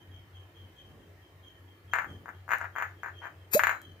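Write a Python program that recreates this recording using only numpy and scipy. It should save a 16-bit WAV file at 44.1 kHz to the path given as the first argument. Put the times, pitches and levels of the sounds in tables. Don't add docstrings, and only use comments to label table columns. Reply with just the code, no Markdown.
import sys
import numpy as np
from scipy import signal
from scipy.fft import rfft, irfft, next_fast_len
from scipy.io import wavfile
from scipy.ndimage import map_coordinates

SR = 44100
rng = np.random.default_rng(int(sys.argv[2]) if len(sys.argv) > 2 else 0)


def master(y):
    cut = np.clip(np.atleast_2d(y).T, -1, 1)
    pcm = np.round(cut * 32767)
    wavfile.write(sys.argv[1], SR, pcm.astype(np.int16))


N = 176400
T = np.arange(N) / SR

# frequency in Hz, gain in dB.
BRIGHT_COLOUR = [(200, -13), (900, -5.5), (1800, -0.5), (3300, -10.5), (5000, -5), (7000, 1), (10000, -7.5),
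                 (11500, 1.5), (13300, 1.5), (15300, -10)]


def from_db(db):
    return 10 ** (np.asarray(db) / 20)


def rms_one(x):
    return x / np.sqrt(np.mean(x ** 2) + 1e-20)


def pan(db):
    return from_db(np.array([[.5], [-.5]]) * db)


def fader(points):
    return from_db(np.interp(T, *np.transpose(points), left=-200, right=-200))


def at_hz(points, hz):
    freqs, values = np.transpose(points)
    return np.interp(np.log(hz + 1), np.log(freqs), values)


def colour(x, spectrum, size=16384):
    gain = from_db(at_hz(spectrum, np.fft.rfftfreq(size, 1 / SR)))
    cepstrum = irfft(np.log(gain))
    cepstrum[1:size // 2] *= 2
    cepstrum[size // 2 + 1:] = 0
    impulse = irfft(np.exp(rfft(cepstrum)))
    padded = next_fast_len(N + size, real=True)
    return irfft(rfft(x, padded) * rfft(impulse, padded), padded)[..., :N]


def clicks(rows):
    out = np.zeros(N)
    for s, db in rows:
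        out[int(s * SR)] += from_db(db)
    return out


def ring(x, hz, t60):
    radius, angle = np.exp(-np.log(1000) / (t60 * SR)), 2 * np.pi * hz / SR
    return signal.lfilter([0, np.sin(angle)], [1, -2 * radius * np.cos(angle), radius ** 2], x + 1e-18)


def ambient(spectrum):
    # frequency in Hz, left-right correlation.
    likeness = [(60, 0.97), (130, 0.96), (290, 0.87), (640, 0.78), (1410, 0.054), (15000, .05)]
    alike = np.clip(at_hz(likeness, np.fft.rfftfreq(N, 1 / SR)), 0, 1)
    mid, side = rfft(rng.standard_normal((2, N)))
    noise = irfft(np.sqrt(1 + alike) * mid + np.sqrt(1 - alike) * side * [[1], [-1]])
    return rms_one(colour(noise, spectrum))


def waver(x, depth_db=3.2, band_hz=130, step_s=.1, size=1024):
    hz, s, bands = signal.stft(x, SR, nperseg=size)
    grid = np.meshgrid(hz / band_hz, s / step_s, indexing="ij")
    db = depth_db * map_coordinates(rng.standard_normal((size, size)), grid, order=1)
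    return rms_one(signal.istft(bands * from_db(db), SR)[1][:, :N])


def delay(x, ms):
    return np.interp(T - ms / 1000, T, x)


def both_ears(x):
    return np.array([x, delay(x, ms=.204)])


def room(x, predelay_s=.00327):
    age = np.maximum(T - predelay_s, 0)
    response = 0
    for db, t60 in (-10, .029), (-5, .26):
        fade = np.exp(-np.log(1000) * age / t60) * (age > 0)
        flat_noise = ambient([(1, .01), (2, .017)])
        response += from_db(db) * fade / np.linalg.norm(fade) * flat_noise
    return signal.fftconvolve(np.atleast_2d(x), response[:, :SR], axes=1)[:, :N]


def whine():
    # frequency in Hz, level in dB.
    tones = [(1710, -73.5), (1854, -74.5), (2057, -78.5)]
    return sum(from_db(db) * waver(ring(rng.standard_normal((2, N)), hz, t60=.098)) for hz, db in tones)


def fan(hum_hz=92.9, turn_s=.252, first_dip_s=.012):
    # time in seconds, level in dB.
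    hum_level = [(0, -47), (.5, -47), (.9, -53.5), (1.7, -50.5), (2.2, -46.5), (4, -50)]
    # frequency in Hz, gain in dB.
    air_colour = [(25, -46.5), (55, -3.5), (85, -3), (150, -4), (230, -15.5), (320, -5), (512, -12),
                  (1100, -16.5), (1800, -19.5), (2400, -20.5), (4000, -28.5), (9000, -37.5), (14000, -32)]
    t = T - first_dip_s

    def partial(turn_rates, phase):
        return np.sin(2 * np.pi * (hum_hz + turn_rates / turn_s) * t + phase)
    sidebands = sum(partial(k, rng.uniform(0, 2 * np.pi)) for k in (-5, -3, -2, 3, 4))
    swing = np.pi * t / turn_s
    throb = np.sin(swing) * (partial(0, 0) + from_db(-17) * sidebands)
    dip_fill = from_db(-20) * np.cos(swing) * partial(0, -np.pi / 2)
    air = from_db(-59) * waver(ambient(air_colour))
    return fader(hum_level) * (throb + dip_fill) * pan(db=1.36) + air


def cricket(pitch_hz=3231, sag_hz_per_s=850, blur_hz=60, rise_s=.056, fade_db_per_s=132):
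    # start in seconds, level in dB.
    chirps = [(-.1, -55), (0.102, -58), (0.321, -57.5), (0.539, -56), (0.752, -54.5), (0.979, -69.5),
              (1.197, -65), (1.418, -56), (1.659, -65), (1.869, -58), (2.062, -58), (2.321, -68),
              (2.72, -59.5), (2.949, -65.5), (3.132, -52.5), (3.37, -69), (3.798, -55)]
    level, hz = np.zeros(N), np.full(N, float(pitch_hz))
    for start, db in chirps:
        age = np.maximum(T - start, 0)
        level += from_db(db - fade_db_per_s * np.maximum(age - rise_s, 0)) * np.minimum(age / rise_s, 1)
        hz = np.where(T > start, pitch_hz - sag_hz_per_s * age, hz)
    lowpass = signal.butter(2, blur_hz, fs=SR, output="sos")
    blur = rms_one(signal.sosfilt(lowpass, rng.standard_normal((2, 2, N))))
    tone = (blur[0] + 1j * blur[1]) * np.exp(2j * np.pi * np.cumsum(hz) / SR)
    octave = from_db(-21) * tone ** 2 / 2
    return level * (tone + octave).real


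def flame():
    # centre in seconds, spread in seconds, level in dB.
    swings = [(0.653, 0.054, -58), (0.95, 0.1, -55), (2.108, 0.043, -51.5), (2.2, 0.13, -57)]
    # frequency in Hz, gain in dB.
    roar_colour = [(40, -4), (90, 7.5), (180, -1), (330, -2), (550, -9), (1200, -18), (4000, -38)]
    swells = sum(from_db(db) * np.exp(-.5 * ((T - s) / spread) ** 2) for s, spread, db in swings)
    return ambient(roar_colour) * swells


def ticks():
    # time in seconds, level in dB before the EQ.
    cues = [(2.585, -27), (3.8175, -29)]
    tick = colour(clicks(cues), BRIGHT_COLOUR)
    return (tick + room(tick)) * pan(db=6)


def rubbing(slips_per_s=800, lowpass_hz=1500, edge_s=.005):
    # start in seconds, end in seconds, force in dB.
    drags = [(1.931, 2.023, -23.5), (2.496, 2.563, -24), (2.604, 2.664, -26), (2.766, 2.865, -29.5),
             (3.032, 3.098, -35), (3.215, 3.28, -29)]
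    effort = sum(from_db(db) * np.clip(np.minimum(T - start, end - T) / edge_s + .5, 0, 1)
                 for start, end, db in drags)
    slips = (rng.random(N) < slips_per_s / SR) * rng.uniform(.5, 1, N) * rng.choice([-1, 1], N)
    return signal.sosfilt(signal.butter(2, lowpass_hz, fs=SR, output="sos"), effort * slips + 1e-18)


def leak():
    # time in seconds, level in dB.
    rush_level = [(3.5, -89), (3.517, -48.5), (3.53, -41), (3.537, -24), (3.546, -24.5), (3.553, -28),
                  (3.565, -37.5), (3.58, -35.5), (3.6, -96), (3.62, -88)]
    # frequency in Hz, level in dB against the jet.
    cavity = [(2590, -7.5), (4020, -17.5), (4740, -16), (5670, -14), (7000, -7), (11130, -8), (13200, -8.5),
              (13600, -4.5)]
    # frequency in Hz, left over right in dB.
    lean = [(500, 4.5), (1500, 5), (11200, 7.5), (12500, 19.5)]
    jet = rms_one(colour(rng.standard_normal(N), BRIGHT_COLOUR))
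    resonance = sum(from_db(db) * rms_one(ring(jet, hz, t60=.04)) for hz, db in cavity)
    hiss = fader(rush_level) * rms_one(jet + resonance)
    wet = both_ears(hiss) + from_db(-8.5) * room(hiss)
    return np.array([colour(channel, [(hz, side * db) for hz, db in lean])
                     for channel, side in zip(wet, (.5, -.5))])


def pop(start_s=3.547, start_hz=248, open_hz=630.6, rise_s=.00747):
    # time in seconds, level in dB.
    note_level = [(3.547, -31), (3.554, -18.5), (3.563, -18.5), (3.568, -14.5), (3.575, -18), (3.579, -29),
                  (3.63, -60)]
    hz = open_hz - (open_hz - start_hz) * np.exp(-np.maximum(T - start_s, 0) / rise_s)
    note = np.sin(2 * np.pi * np.cumsum(hz * (T > start_s)) / SR) * fader(note_level)
    thump = ring(clicks([(3.545, -28)]), hz=205, t60=.055)
    direct = note + thump
    return direct * pan(db=-3.6) + from_db(-15) * room(direct)


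def glass_ring(contacts, scatter_db=6.5, detune=.022):
    # frequency in Hz, relative level in dB, 60 dB decay time in seconds.
    modes = [(6400, -40, .024), (6995, -31.5, 0.016), (13400, -41, 0.014), (14250, -31.5, 0.015)]
    # frequency in Hz, gain in dB.
    right_shade = [(8000, -6), (12500, -8.5)]
    strikes = clicks([(s, db * 1.74) for s, db in contacts])
    glass = ring(clicks([(3.636, -56)]), hz=4040, t60=.92)
    for hz, db, t60 in modes:
        for cup in -1, 0, 1:
            spot_gain = from_db(scatter_db * rng.uniform(-1.14, 1, N)) * rng.choice([-.5, .5], N)
            glass += from_db(db) * ring(strikes * spot_gain, hz * (1 + detune * cup), t60)
    left, right = (both_ears(glass) + from_db(1) * room(glass)) * pan(db=5)
    return np.array([left, colour(right, right_shade)])


def knocks(force):
    # frequency in Hz, relative gain in dB.
    body = [(100, -43.5), (350, -26.5), (550, -15), (800, -6), (1100, -5.5), (1550, 4.5), (2100, 0.5),
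            (2700, -7.5), (3500, -18.5), (4050, -15.5), (5000, -17)]
    # left delay in ms, left gain, right delay in ms, right gain.
    echoes = [(1.9, 0.1, 0.776, 0.21), (4.33, 0.29, 4.087, 0.29), (6.13, 0.28, 5.3, 0.11),
              (13.3, 0.16, 11.6, 0.12)]
    room_modes = [1047, 1163.5, 1280, 1354, 1436, 1576, 1632, 1719, 1805, 1981, 2098, 2276]
    knock = from_db(18.5) * colour(force, body)
    out = knock * from_db([[0], [-8]])
    for left_ms, left_gain, right_ms, right_gain in echoes:
        out += [left_gain * delay(knock, left_ms), right_gain * delay(knock, right_ms)]
    for k, hz in enumerate(room_modes):
        placement = pan(db=25.5) * [[1], [1 if k % 2 else -.5]]
        out += from_db(-58.5) * ring(knock, hz, t60=.12) * placement
    return out + from_db(-.5) * room(knock) * pan(db=3)


def cups(spread_ms_at_0db=.06):
    # time in seconds, strength in dB.
    contacts = [(1.9357, -3), (1.9552, -7), (1.9623, -9.5), (1.9863, -5.5), (1.9943, -13), (2.0204, -15.5),
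                (2.045, -13), (2.2584, -17), (2.2822, -16), (2.2904, -14.5), (2.48, -17), (2.4918, -12),
                (2.5074, -8), (2.5176, -4.5), (2.5254, -8), (2.5349, -4), (2.5448, -11.5), (2.551, -12.5),
                (2.6138, -12.5), (2.6438, -13), (2.7545, -16.5), (2.7623, -10.5), (2.7691, -13.5),
                (2.7842, -8.5), (2.8012, -10), (2.8136, -11.5), (2.8238, -6.5), (2.8425, -15),
                (2.8333, -18.5), (3.0334, -12), (3.045, -15), (3.0609, -12.5), (3.0736, -21), (3.0852, -15),
                (3.2258, -19), (3.2416, -17), (3.2551, -14.5), (3.2697, -16.5), (3.5943, -0.5),
                (3.6361, 0.5), (3.67, -1.5), (3.694, -3.5), (3.7125, -8), (3.7274, -12), (3.739, -18),
                (3.7495, -15.5), (3.7563, -15)]
    force = rubbing()
    for s, db in contacts:
        width = spread_ms_at_0db * SR / 1000 * from_db(-db * .47)
        near = int(s * SR) + np.arange(-64, 64)
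        push = np.exp(-.5 * ((near - s * SR) / width) ** 2)
        force[near] += from_db(db) * push / push.sum()
    return glass_ring(contacts) + knocks(force)


def scene():
    return cups() + leak() + pop() + ticks() + flame() + fan() + whine() + cricket()


def record(dry, low_cut_hz=45, high_cut_hz=15500):
    thin = signal.sosfilt(signal.butter(2, low_cut_hz, "high", fs=SR, output="sos"), dry)
    return signal.sosfilt(signal.ellip(10, .2, 80, high_cut_hz, fs=SR, output="sos"), thin)


dry = scene()
out = record(dry)
master(out)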